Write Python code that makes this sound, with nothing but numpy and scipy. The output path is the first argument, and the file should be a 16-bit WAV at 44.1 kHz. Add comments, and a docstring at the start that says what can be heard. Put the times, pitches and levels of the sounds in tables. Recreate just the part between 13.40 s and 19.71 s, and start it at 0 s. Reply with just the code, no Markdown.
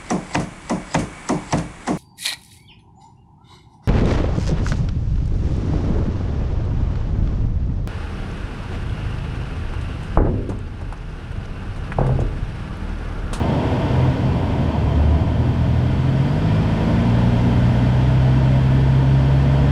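"""Inside a front wheel well of a moving truck, beside the spring and damper.
The engine bucks and lugs at low speed, then revs up; each low crank order booms as it climbs
through a resonance of exhaust and body. Tyre roar rings in the well and shakes the chassis.
Wind buffets the underside, air hisses past, the engine bay whirs and faintly whines."""
import sys
import numpy as np
from scipy import signal
from scipy.fft import rfft, irfft
from scipy.io import wavfile
from scipy.ndimage import uniform_filter1d, minimum_filter1d

SR = 44100
rng = np.random.default_rng(int(sys.argv[2]) if len(sys.argv) > 2 else 0)


def bounce(signal):
    """Save signal as a 16-bit WAV file at the path given by the first command-line argument."""
    frames = np.transpose(np.atleast_2d(signal))
    limited = np.clip(frames, -1, 1)
    pcm = np.round(limited * 32767).astype(np.int16)
    wavfile.write(sys.argv[1], SR, pcm)


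N = 278271
TIME_S = np.arange(N) / SR
FREQ_HZ = np.fft.rfftfreq(N, 1 / SR)

# crankshaft speed (time [s], rotation rate [Hz])
CRANK_SPEED = [(0.0, 40.85), (0.56, 42.7), (0.88, 43.02), (1.05, 41.57), (1.48, 35.96), (2.22, 41.74),
               (2.35, 40.23), (2.58, 43.7), (2.8, 44.03), (2.97, 51.4), (3.4, 54.1), (3.65, 58.75),
               (4.42, 61.4), (4.71, 64.4), (5.88, 67.32), (6.31, 69.18)]
# engine load: coast, take-up, steady pull (time [s], gain [dB])
ENGINE_LOAD = [(0, -6), (0.15, -10.5), (0.45, -12), (1.3, -8), (1.55, -1), (2.8, -1), (3, 4), (3.6, 3.5),
               (6.31, 1.4)]
# driveline bucking (centre [s], length [s], peak gain [dB])
LOAD_SURGES = [(0.61, 0.41, 13.5), (0.912, 0.24, 10), (1.455, 0.14, 5), (1.711, 0.17, 3.5), (2.05, 0.11, 0),
               (2.331, 0.14, 3), (2.857, 0.12, 1.5)]
# crank orders 1 to 4 (relative level [dB])
LOW_ORDERS_DB = [2, -0.5, -1.5, -6]
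# exhaust and body response, three resonances (frequency [Hz], gain [dB])
BODY_RESPONSE = [(45, -41), (55, -33.5), (63, -28), (69, -23.5), (75, -18.5), (83, -23.5), (92, -31),
                 (110, -25.5), (135, -15), (150, -25), (184, -26), (203, -39), (219, -20.5), (238, -23.5),
                 (255, -32.5)]
# weak half and upper orders (crank multiple, relative level [dB])
WEAK_ORDERS = [(1.5, -35.5), (2.5, -37), (3.5, -36), (5, -44.5), (6, -50), (7, -45), (8.72, -45),
               (9.5, -49), (10, -49), (11.5, -56), (14, -54)]
# tyre roar over a changing surface (time [s], relative level [dB])
ROAD_LEVEL = [(0, -24.5), (0.45, -25.5), (0.8, -29), (1.3, -27.5), (2.3, -31.5), (3.05, -30), (3.5, -27),
              (3.95, -29), (5.8, -30.5), (6.31, -28.5)]
# rush of air through the well (time [s], relative level [dB])
AIR_LEVEL = [(0, -42), (0.5, -41), (0.9, -43.5), (1.9, -45.5), (2.75, -43), (3.5, -40.5), (4.4, -41.2),
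             (5.6, -42.5), (6.31, -41.5)]
# noise spectra (frequency [Hz], relative density [dB])
TYRE_SPECTRUM = [(150, -31), (300, -5), (400, -1.5), (540, -4), (680, -3.5), (790, -6.5), (980, -4.5),
                 (1130, -14.5), (1600, -24.5), (3000, -25.5), (9000, -78)]
CHASSIS_SPECTRUM = [(25, -32), (55, -10), (75, 3.8), (95, 5.5), (115, 0.5), (150, 2), (185, -0.4),
                    (245, 0.45), (300, -2.46), (345, -13.5), (500, -36), (1500, -77)]
WIND_SPECTRUM = [(6, -19), (14, -11), (24, -8), (40, -4), (52, -5), (90, -5.5), (400, -67.5)]
AIR_SPECTRUM = [(1000, -15), (2000, -6), (2450, -2), (2900, -3), (3350, -1), (3600, -5.5), (4100, -9.5),
                (4800, -10.5), (6200, -17), (9200, -27.5), (10500, -26), (11400, -33), (13500, -34.5),
                (15500, -49.5)]
BAY_SPECTRUM = [(500, -29), (1150, 2.5), (1500, 3.5), (2100, 1.5), (2600, -15), (4000, -30.5), (9000, -69)]
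# belt-driven accessories (crank multiple, level [dB], line width [Hz])
ACCESSORY_WHINES = [(22.1, -57, 18), (26.33, -52.5, 40), (64.1, -65, 60)]
# thin rising whistle (time [s], frequency [Hz], level [dB])
WHISTLE_GLIDE = [(2.62, 4450, -76), (2.78, 4639, -58), (2.91, 4850, -56), (3.05, 5060, -64),
                 (3.25, 5220, -63), (3.45, 5400, -80)]
# faint tones in the rush (centre [s], length [s], frequency [Hz], peak level [dB])
RING_TONES = [(0.5, 0.84, 482, -33), (0.7, 0.8, 2050, -54), (1.5, 1.2, 3120, -54.5),
              (3.2, 0.78, 2390, -53.5)]
# air modes of the well (frequency [Hz], width [Hz], lift [dB])
WELL_MODES = [(394, 57, 2), (493, 20, 3), (602, 52, 2.5), (667, 82, 4), (907, 140, 2.4), (1233, 31, 3),
              (1493, 180, 5), (1803, 35, 5.5), (2074, 70, 3), (2390, 70, 3), (2690, 120, 3),
              (3134, 180, 3.5), (4360, 120, 4), (4770, 200, 2.6), (5480, 200, 3), (7920, 960, 4),
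              (10120, 240, 5.5)]


def engine(turns, crank_hz, well, throb_hz=12, growl_db_per_octave=3.0):
    """Low orders boom in exhaust and body; weak ones, smeared by uneven firing, ring in the well."""
    speed_ratio = crank_hz / crank_hz.mean()
    throb_depth_db = 1 / speed_ratio ** 2.6  # lugging fades with speed
    load_db = engine_load_db()
    boom = np.zeros(N)
    for order, order_db in enumerate(LOW_ORDERS_DB, 1):
        tone = np.sqrt(2) * np.sin(2 * np.pi * (order * turns + rng.random()))
        body_gain = np.interp(order * crank_hz, FREQ_HZ, spectrum_gain(BODY_RESPONSE))
        boom += amp(order_db + load_db + throb_depth_db * drift(throb_hz)) * body_gain * tone
    growl = sum(amp(db) * fuzzy_tone(order * turns, width_hz=8.9) for order, db in WEAK_ORDERS)
    growl = irfft(rfft(growl) * well ** 0.99, N)
    return boom + amp(growl_db_per_octave * np.log2(speed_ratio)) * growl


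def engine_load_db():
    """Throttle pull plus one swell per driveline surge."""
    surges_db = sum(db * swell(centre_s, length_s) for centre_s, length_s, db in LOAD_SURGES)
    return curves(ENGINE_LOAD)[0] + surges_db


def chassis(road_db, mean_db=-22, road_coupling=0.33):
    """Frame and panels rumble, harder on coarse road."""
    return amp(mean_db + road_coupling * (road_db - road_db.mean())) * steady_rumble(CHASSIS_SPECTRUM)


def tyres(road_db, well, trim_db=-0.65, texture_db=-0.22, texture_hz=18):
    """Tread on asphalt flutters with the road texture and rings in the well."""
    contact = rng.standard_normal(N) * amp(texture_db * drift(texture_hz))
    return amp(road_db + trim_db) * coloured(contact, spectrum_gain(TYRE_SPECTRUM) * well)


def wind(level_db=-31.5, gust_db=1.6, gust_hz=1.5):
    """Random gusts buffet the underside."""
    return amp(level_db + gust_db * drift(gust_hz)) * steady_rumble(WIND_SPECTRUM)


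def engine_bay(air_db, crank_hz, well, over_air_db=1.9, db_per_octave=1.5):
    """Fan, belts and valve gear whir; level follows airflow and crank speed."""
    level_db = air_db + over_air_db + db_per_octave * np.log2(crank_hz / crank_hz.mean())
    return amp(level_db) * coloured(rng.standard_normal(N), spectrum_gain(BAY_SPECTRUM) * well)


def air_hiss(air_db, well, trim_db=0.6):
    """Air and tread hiss through the suspension."""
    return amp(air_db + trim_db) * coloured(rng.standard_normal(N), spectrum_gain(AIR_SPECTRUM) * well)


def rings(width_hz=35):
    """Faint narrow tones, one swell each."""
    return sum(amp(db) * swell(centre_s, length_s) * fuzzy_tone(hz * TIME_S, width_hz)
               for centre_s, length_s, hz, db in RING_TONES)


def accessories(turns):
    """Belt-driven whines track the crank."""
    return sum(amp(db) * fuzzy_tone(order * turns, width_hz) for order, db, width_hz in ACCESSORY_WHINES)


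def whistle(width_hz=70):
    """Breathy tone, gliding up as the engine pulls."""
    hz, level_db = curves(WHISTLE_GLIDE)
    return amp(level_db) * fuzzy_tone(np.cumsum(hz) / SR, width_hz)


def wheel_well():
    """Gain per frequency of the half-open cavity: one hump per air mode."""
    return amp(sum(db / (1 + (2 * (FREQ_HZ - hz) / width_hz) ** 2) for hz, width_hz, db in WELL_MODES))


def amp(db):
    """Decibels to gain."""
    return 10 ** (np.asarray(db) / 20)


def unit_rms(x):
    """Scale to rms 1."""
    return x / np.sqrt(np.mean(x ** 2) + 1e-20)


def curves(rows):
    """Value columns, interpolated over time."""
    times_s, *columns = np.transpose(rows)
    return [np.interp(TIME_S, times_s, column) for column in columns]


def swell(centre_s, length_s):
    """Cosine arch: 0 to 1 to 0."""
    return np.cos(np.pi * np.clip((TIME_S - centre_s) / length_s, -.5, .5))


def spectrum_gain(points):
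    """Gain per frequency, interpolated on log axes."""
    hz, db = np.transpose(points)
    return amp(np.interp(np.log(FREQ_HZ + 1), np.log(hz + 1), db))


def coloured(x, gain):
    """Filter by a gain per frequency; rms 1."""
    return unit_rms(irfft(rfft(x) * gain, N))


def steady_rumble(spectrum, evenness=0.12):
    """Low noise, surges partly evened out; rms 1."""
    noise = coloured(rng.standard_normal(N), spectrum_gain(spectrum))
    power = uniform_filter1d(noise ** 2, size=3000) + 1e-6
    return unit_rms(noise / power ** evenness)


def drift(rate_hz, grid_hz=1000):
    """Random wander up to about rate_hz; rms 1."""
    grid_s = np.arange(0, TIME_S[-1] + 1, 1 / grid_hz)
    count = len(grid_s)
    lowpass = np.exp(-.5 * (np.fft.rfftfreq(count, 1 / grid_hz) / rate_hz) ** 2)
    wander = irfft(rfft(rng.standard_normal(count)) * lowpass, count)
    return unit_rms(np.interp(TIME_S, grid_s, wander))


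def fuzzy_tone(cycles, width_hz):
    """Tone with wandering amplitude and phase."""
    phase_rad = 2 * np.pi * cycles
    return drift(width_hz / 2) * np.cos(phase_rad) + drift(width_hz / 2) * np.sin(phase_rad)


def scene():
    """Engine and road, summed to mono."""
    crank_hz, road_db, air_db = curves(CRANK_SPEED) + curves(ROAD_LEVEL) + curves(AIR_LEVEL)
    turns = np.cumsum(crank_hz) / SR
    well = wheel_well()
    motor = engine(turns, crank_hz, well) + engine_bay(air_db, crank_hz, well)
    whines = accessories(turns) + whistle()
    road = wind() + chassis(road_db) + tyres(road_db, well) + air_hiss(air_db, well) + rings()
    return (motor + whines + road)[None]


def record(dry):
    """Bass peak limiter, then low-pass."""
    ceiling_db, split_hz, cutoff_hz = -8.4, 400, 15720
    bass = irfft(rfft(dry[0]) / (1 + (FREQ_HZ / split_hz) ** 4), N)
    gain = np.minimum(1, amp(ceiling_db) / (abs(bass) + 1e-9))
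    gain = uniform_filter1d(minimum_filter1d(gain, size=600), size=500)  # hold, then smooth
    limited = dry - (1 - gain) * bass
    lowpass = signal.firwin(511, cutoff_hz, window=("kaiser", 9), fs=SR)
    return signal.oaconvolve(limited, lowpass[None], "same")


dry = scene()
out = record(dry)
bounce(out)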